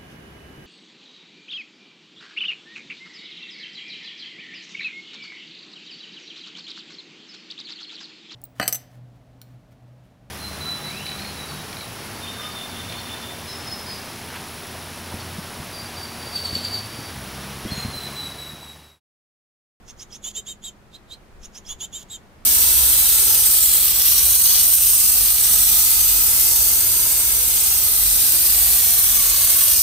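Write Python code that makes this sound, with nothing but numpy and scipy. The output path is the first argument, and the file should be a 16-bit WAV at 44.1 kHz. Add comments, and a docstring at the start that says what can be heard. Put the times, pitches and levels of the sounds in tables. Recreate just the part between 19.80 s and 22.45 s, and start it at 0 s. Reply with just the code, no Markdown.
"""Baby birds beg in a wooden nest box: thin rising notes grow into loud chirps, twice, with two soft
peeps in between. Each call is two whistles, one from each side of the bird's voice organ (the syrinx),
which beat against each other and mix into extra tones, with a husky rasp. We listen just outside the
entrance hole, so the box colours the calls and rings briefly, over a faint outdoor rumble."""
import sys
import numpy as np
from scipy import signal
from scipy.fft import rfft, irfft
from scipy.io import wavfile
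from scipy.ndimage import uniform_filter1d

SR = 44100
rng = np.random.default_rng(int(sys.argv[2]) if len(sys.argv) > 2 else 0)


def waveform_to_disk(signal):
    """Save audio, clipped to [-1, 1], as 16-bit WAV at the path in sys.argv[1]."""
    frames = np.transpose(np.atleast_2d(signal))
    scaled = np.clip(frames, -1, 1) * 32767
    samples = np.round(scaled).astype(np.int16)
    wavfile.write(sys.argv[1], SR, samples)


N = 116865


def amp(db):
    """Turns decibels into a gain."""
    return 10 ** (np.asarray(db) / 20)


def unit(x):
    """Scales a signal to an average power of 1."""
    return x / np.sqrt(np.mean(abs(x) ** 2) + 1e-20)


def read(points, hz):
    """Looks up a table between its frequencies, on a log scale."""
    f, value = np.transpose(points)
    return np.interp(np.log(hz + 1), np.log(f), value)


def add(mix, start, sound, pan_db):
    """Places a sound in time and between the ears (positive pan is left)."""
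    part = mix[:, max(round(start * SR), 0):][:, :len(sound)]
    part += amp([[pan_db / 2], [-pan_db / 2]]) * sound[:part.shape[1]]


def noise(spectrum, n):
    """Noise with the given tone colour."""
    gain = amp(read(spectrum, np.fft.rfftfreq(n, 1 / SR)))
    return unit(irfft(rfft(rng.standard_normal(n)) * gain, n))


def wander(n, rate_hz=614):
    """A smooth random wobble, up to about the given rate."""
    gain = np.exp(-(np.fft.rfftfreq(n, 1 / SR) / rate_hz) ** 2)
    return unit(irfft(rfft(rng.standard_normal(n)) * gain, n))


# tone colour of the outdoor air: (frequency [Hz], relative level [dB])
AIR_COLOUR = [(12, -25), (20, 2), (219, -9.5), (1500, -21.5), (3260, -30.5), (6540, -36.5), (15500, -43.5)]
# its loudness over time: (time [s], level [dB])
AIR_LEVEL = [(.3, -50.5), (.8, -52.5), (1.6, -50.5), (2.6, -50)]
# how alike it is in both ears: (frequency [Hz], likeness [0-1])
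AIR_LIKENESS = [(30, 0.26), (170, 1), (1500, 0.095)]


def air():
    """Distant rumble and hiss, partly shared by the two ears."""
    middle, side = rfft(noise(AIR_COLOUR, N)), rfft(noise(AIR_COLOUR, N))
    alike = read(AIR_LIKENESS, np.fft.rfftfreq(N, 1 / SR))
    side *= np.sqrt((1 - alike) / (1 + alike))
    level = amp(np.interp(np.arange(N) / SR, *np.transpose(AIR_LEVEL)))
    return level * irfft([middle + side, middle - side], N)


# low background tones: (pitch [Hz], level [dB])
HUM_TONES = [(208, -62), (370, -68)]


def hum(waver_hz=7):
    """A faint hum that wavers in loudness and pitch."""
    t = np.arange(N) / SR
    tones = 0
    for hz, db in HUM_TONES:
        waver = 1 + .4 * wander(N, waver_hz)
        tones += amp(db) * unit(waver * np.sin(2 * np.pi * hz * t + wander(N, waver_hz)))
    return tones


# puffs of wind: (time [s], width [s], level [dB])
PUFFS = [(1.6, 0.078, -42), (1.93, 0.061, -44.5)]


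def wind(rumble_hz=55, pan_db=5):
    """Light wind rumbles on the microphone, more on the left."""
    t = np.arange(N) / SR
    gusts = sum(amp(db) * np.exp(-((t - time) / width) ** 2) for time, width, db in PUFFS)
    shared, left, right = (wander(N, rumble_hz) for _ in range(3))
    return gusts * unit(shared + .5 * np.array([left, right])) * amp([[pan_db / 2], [-pan_db / 2]])


def echoes(fade_s):
    """Spectrum of dense echoes, different at each ear, that fall 60 dB in fade_s."""
    t = np.arange(SR // 5) / SR
    tail = rng.standard_normal((2, len(t))) * 1000 ** (-t / fade_s) * (t > .001)
    return rfft(tail / np.linalg.norm(tail, axis=1, keepdims=True), N)


# pitches the hollow box boosts or weakens: (frequency [Hz], gain [dB])
RESONANCES = [(3200, 3.5), (4480, -0.5), (5030, 3), (6800, 5.5), (7400, 3), (8150, -2), (10650, 2.5)]
# quick scatter off the walls: (frequency [Hz], level [dB])
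WALL_SCATTER = [(7000, -16.5), (10000, -1.5)]
# balance of the sound from the hole: (frequency [Hz], left minus right [dB])
BALANCE = [(1800, -0.5), (5000, -2.5), (15000, 0.5)]


def nest_box(calls, width_hz=170, ring_db=-11, gain_db=-1.32, left_lead_rad=-.77):
    """The hollow colours the calls and rings; the direct sound reaches the ears out of step."""
    hz = np.fft.rfftfreq(N, 1 / SR)
    hollow = np.prod([1 + (amp(db) - 1) / (1 + 2j * (hz - f) / width_hz) for f, db in RESONANCES], axis=0)
    ring = amp(ring_db) * echoes(.11) + amp(read(WALL_SCATTER, hz)) * echoes(.023)
    ear = np.array([[.5], [-.5]])  # left, right
    direct = np.exp(1j * left_lead_rad * ear)
    return irfft(rfft(calls) * hollow * (direct + ring) * amp(gain_db + ear * read(BALANCE, hz)), N)


# faint low tones under some chirps: (start [s], first pitch [Hz], level [dB])
UNDERTONES = [(.44, 1153, -54), (.562, 519, -51), (.68, 419, -55), (1.89, 1198, -51.5),
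              (2.003, 1200, -52.5)]


def undertone(start, first_hz, db, length_s=.055, fall_to=.62, blur=.158):
    """A blurred low tone that slides down."""
    n = round(length_s * SR)
    hz = first_hz * (np.linspace(1, fall_to, n) + blur * wander(n))
    return start, amp(db) * np.sqrt(2 * np.hanning(n)) * np.sin(2 * np.pi * np.cumsum(hz) / SR), 0


CALL_PAN_DB = -2.5
# tiny pips that lead into a call: (time [s], level [dB])
PIPS = [(0.308, -52), (1.853, -49.5)]


def pip(time, db, hz=3314, width_s=.0034):
    """A few milliseconds of whistle."""
    t = np.arange(-.01, .01, 1 / SR)
    level = amp(db) * np.sqrt(2) * np.exp(-(t / width_s) ** 2)
    return time + t[0], level * np.sin(2 * np.pi * hz * t), CALL_PAN_DB


# the tones in a call, each a sum of: (upper pitch [multiple], lower pitch [multiple])
TONES = [(1, 0), (0, 1), (2, 0), (1, 1), (0, 2), (2, 1), (1, 2), (0, 3), (3, 1), (3, 0), (4, 0)]
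# colour of the usual rasp: (frequency [Hz], relative level [dB])
RASP = [(400, -3), (2000, -8), (3300, 1.5), (4600, -0.5), (6900, -7.5), (8400, -4.5), (12600, -10.5),
        (15000, -12.5)]


def syrinx(upper_hz, lower_hz, rough, levels, rasp_db, rasp_colour=RASP, jitter_hz=171.3, anchor_hz=3980):
    """Two shaky whistles mix into extra tones, and a rasp pulses with their beat."""
    n = len(upper_hz)
    upper, lower = (2 * np.pi * np.cumsum(hz + jitter_hz * rough * wander(n)) / SR
                    for hz in (upper_hz, lower_hz))
    # the top overtones glide less, drawn towards multiples of one pitch
    held = upper + .2 * (2 * np.pi * anchor_hz * np.arange(n) / SR - upper)
    voice = 0
    for (j, k), db in zip(TONES, levels):
        high = j + k > 2
        smear = high * .45 * wander(n)
        phase = j * (held if high and k == 0 else upper) + k * lower + smear
        flutter = 1 + rough * wander(n)
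        voice += amp(db) * flutter * np.cos(phase + rng.uniform(0, 2 * np.pi))
    voice /= np.sqrt(sum(amp(db) ** 2 for db in levels) * (1 + rough ** 2) / 2)
    rasp = unit(noise(rasp_colour, n) * (1 + .9 * np.cos(upper - lower)))
    return (voice + amp(rasp_db) * rasp) / np.sqrt(1 + amp(rasp_db) ** 2)


RAGGED_RATIO = .89  # lower pitch over upper pitch in a ragged voice


def call_shape(length, rise_db_per_s, fall_db_per_s, fray_s=.00636, ragged_db=-3.5):
    """A clear middle with ragged, fading edges: gives time, progress, raggedness and fade."""
    t = np.arange(-.04, length + .04, 1 / SR)
    before, after = np.maximum(-t, 0), np.maximum(t - length, 0)
    ragged = np.clip((before + after) / fray_s, 0, 1)
    fade_db = ragged_db * ragged - rise_db_per_s * before - fall_db_per_s * after
    return t, np.clip(t / length, 0, 1), ragged, fade_db


def soft_call(row, lower_of, levels, rough, rasp_db, rasp_colour=RASP, bend=1, arch_db=0, tilt_db=0):
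    """A quiet glide with husky edges; tilt_db favours the upper whistle as it goes."""
    start, length, first_hz, last_hz, db, swell_db = row
    t, along, ragged, fade_db = call_shape(length, rise_db_per_s=695, fall_db_per_s=1104)
    hz = first_hz + (last_hz - first_hz) * along ** bend
    hz += (3700 - hz) * ragged ** 2  # both edges return to one pitch
    levels = [tone_db + tilt_db * (j - k) * (along - .5) for (j, k), tone_db in zip(TONES, levels)]
    level = amp(db + swell_db * (along - 1) - arch_db * (2 * along - 1) ** 2 + fade_db)
    rough += (1 - rough) * ragged
    voice = syrinx(hz, lower_of(hz), rough, levels, rasp_db + 5 * ragged, rasp_colour)
    return start + t[0], level * voice, CALL_PAN_DB


# hoarse trails: (start [s], length [s], first pitch [Hz], last pitch [Hz], level [dB], swell [dB])
TRAILS = [(0.491, .024, 3480, 3460, -45, -1), (2.183, 0.048, 3480, 3480, -44.5, -1.3)]


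def trail(row):
    """A very rough, nearly level note just after a chirp."""
    return soft_call(row, lambda hz: hz * RAGGED_RATIO, CHIRP_TONES, rough=.85, rasp_db=-6)


# a peep's share of the first five TONES: (level [dB])
PEEP_TONES = [4, -11, -12.5, -15, -15]
# soft peeps: (start [s], length [s], first pitch [Hz], last pitch [Hz], level [dB], swell [dB])
PEEPS = [(1.141, 0.0274, 3570, 4210, -43, -3.1), (1.309, 0.038, 3600, 4244, -38.5, -1.7)]


def peep(row, lower_hz=3210):
    """The upper whistle rises while the lower one holds its pitch."""
    return soft_call(row, lambda hz: lower_hz, PEEP_TONES, rough=.26, rasp_db=-11.5, arch_db=5)


# a thin note's share of the first eight TONES: (level [dB])
THIN_TONES = [-16, -23, -26, -4, -6.5, -21, -33, -24]
# colour of its rasp: (frequency [Hz], relative level [dB])
THIN_RASP = [(2400, -8.5), (3300, 0), (4300, -10.5), (5100, -4.5), (6700, 1), (8000, -13), (15000, -18)]
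# thin notes: (start [s], length [s], first pitch [Hz], last pitch [Hz], level [dB], swell [dB])
THIN_NOTES = [(0.086, 0.023, 3386, 3657, -42, 1.5), (0.197, 0.033, 3163, 3774, -37.5, 5.5),
              (0.324, .039, 3167, 3646, -39, 3.5), (1.633, 0.024, 3337, 3700, -38.5, 6),
              (1.753, .032, 3183, 3713, -40, 2.5), (1.867, 0.027, 3153, 3560, -42, 1.5)]


def thin_note(row):
    """Both whistles rise together, weaker than the high tones they make."""
    return soft_call(row, lambda hz: hz * .79, THIN_TONES, rough=.25, rasp_db=-6,
                     rasp_colour=THIN_RASP, bend=1.25, tilt_db=3.5)


# a chirp's share of each of the TONES: (level [dB])
CHIRP_TONES = [-5, -8, 1, -4, -11, -19, -19.5, -21.5, -18, -16, -20]
# loud chirps: (start [s], length [s], five evenly spaced pitches [Hz], lower over upper pitch at first
# [ratio], level [dB], arch [dB], roughness [0-1], boost of both whistles [dB], lower voice boost [dB])
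CHIRPS = [(0.444, 0.044, 3340, 3476, 3545, 3595, 3646, 0.86, -31.5, 0.5, 0.15, 0.5, 4.5),
          (.552, 0.048, 3260, 3627, 3670, 3715, 3710, 0.83, -29, 8, 0.14, 1.1, 3.5),
          (0.668, 0.058, 3286, 3716, 3760, 3714, 3660, .843, -33, 6, 0.14, 3.1, 1.5),
          (0.84, 0.05, 3510, 3865, 3770, 3694, 3670, 0.9, -34.5, 2, 0.24, 3.8, 2.5),
          (1.893, 0.036, 3256, 3317, 3436, 3510, 3485, 0.86, -32, 2, 0.12, 2.3, 1),
          (2.01, 0.04, 3250, 3464, 3550, 3640, 3675, .843, -32, 0.5, 0.17, 0.5, 5.5),
          (2.132, 0.05, 3273, 3540, 3700, 3700, 3676, .843, -32.5, 7.5, .12, 2.1, 2.5),
          (2.306, 0.056, 3740, 3860, 3750, 3684, 3710, .905, -35, 3, 0.24, 3.5, 2)]


def chirp(row, edge_hz=3480, settled_ratio=.843, join_s=.048):
    """A ragged start, a clear arch in which the lower whistle joins, and a ragged end."""
    start, length, *pitches, ratio, db, arch_db, rough, whistles_db, lower_db = row
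    t, along, ragged, fade_db = call_shape(length, rise_db_per_s=1012, fall_db_per_s=944)
    hz = uniform_filter1d(np.interp(along, np.linspace(0, 1, len(pitches)), pitches), size=200)
    hz += (edge_hz - hz) * ragged
    ratio += (settled_ratio - ratio) * along
    ratio += (RAGGED_RATIO - ratio) * ragged
    joining_db = -9 * np.clip(1 - t / join_s, 0, 1)
    levels = [tone_db + whistles_db * (j + k == 1) + lower_db * (j == 0) + joining_db * (k > 0)
              for (j, k), tone_db in zip(TONES, CHIRP_TONES)]
    rasp_db = -12 - whistles_db / 2 + 4 * ragged
    rough += (1 - rough) * ragged
    level = amp(db - arch_db * (2 * along - 1) ** 2 + fade_db)
    return start + t[0], level * syrinx(hz, hz * ratio, rough, levels, rasp_db), CALL_PAN_DB / 2


def scene():
    """All calls sound in the box, with the garden around it."""
    birds = np.zeros((2, N))
    for call, table in (chirp, CHIRPS), (trail, TRAILS), (thin_note, THIN_NOTES), (peep, PEEPS):
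        for row in table:
            add(birds, *call(row))
    for call, table in (pip, PIPS), (undertone, UNDERTONES):
        for row in table:
            add(birds, *call(*row))
    return nest_box(birds) + air() + hum() + wind()


def record(dry):
    """Cuts the treble above 15650 Hz."""
    lowpass = signal.firwin(511, 15650, window=("kaiser", 9), fs=SR)
    return signal.oaconvolve(dry, lowpass[None], "same")


dry = scene()
out = record(dry)
waveform_to_disk(out)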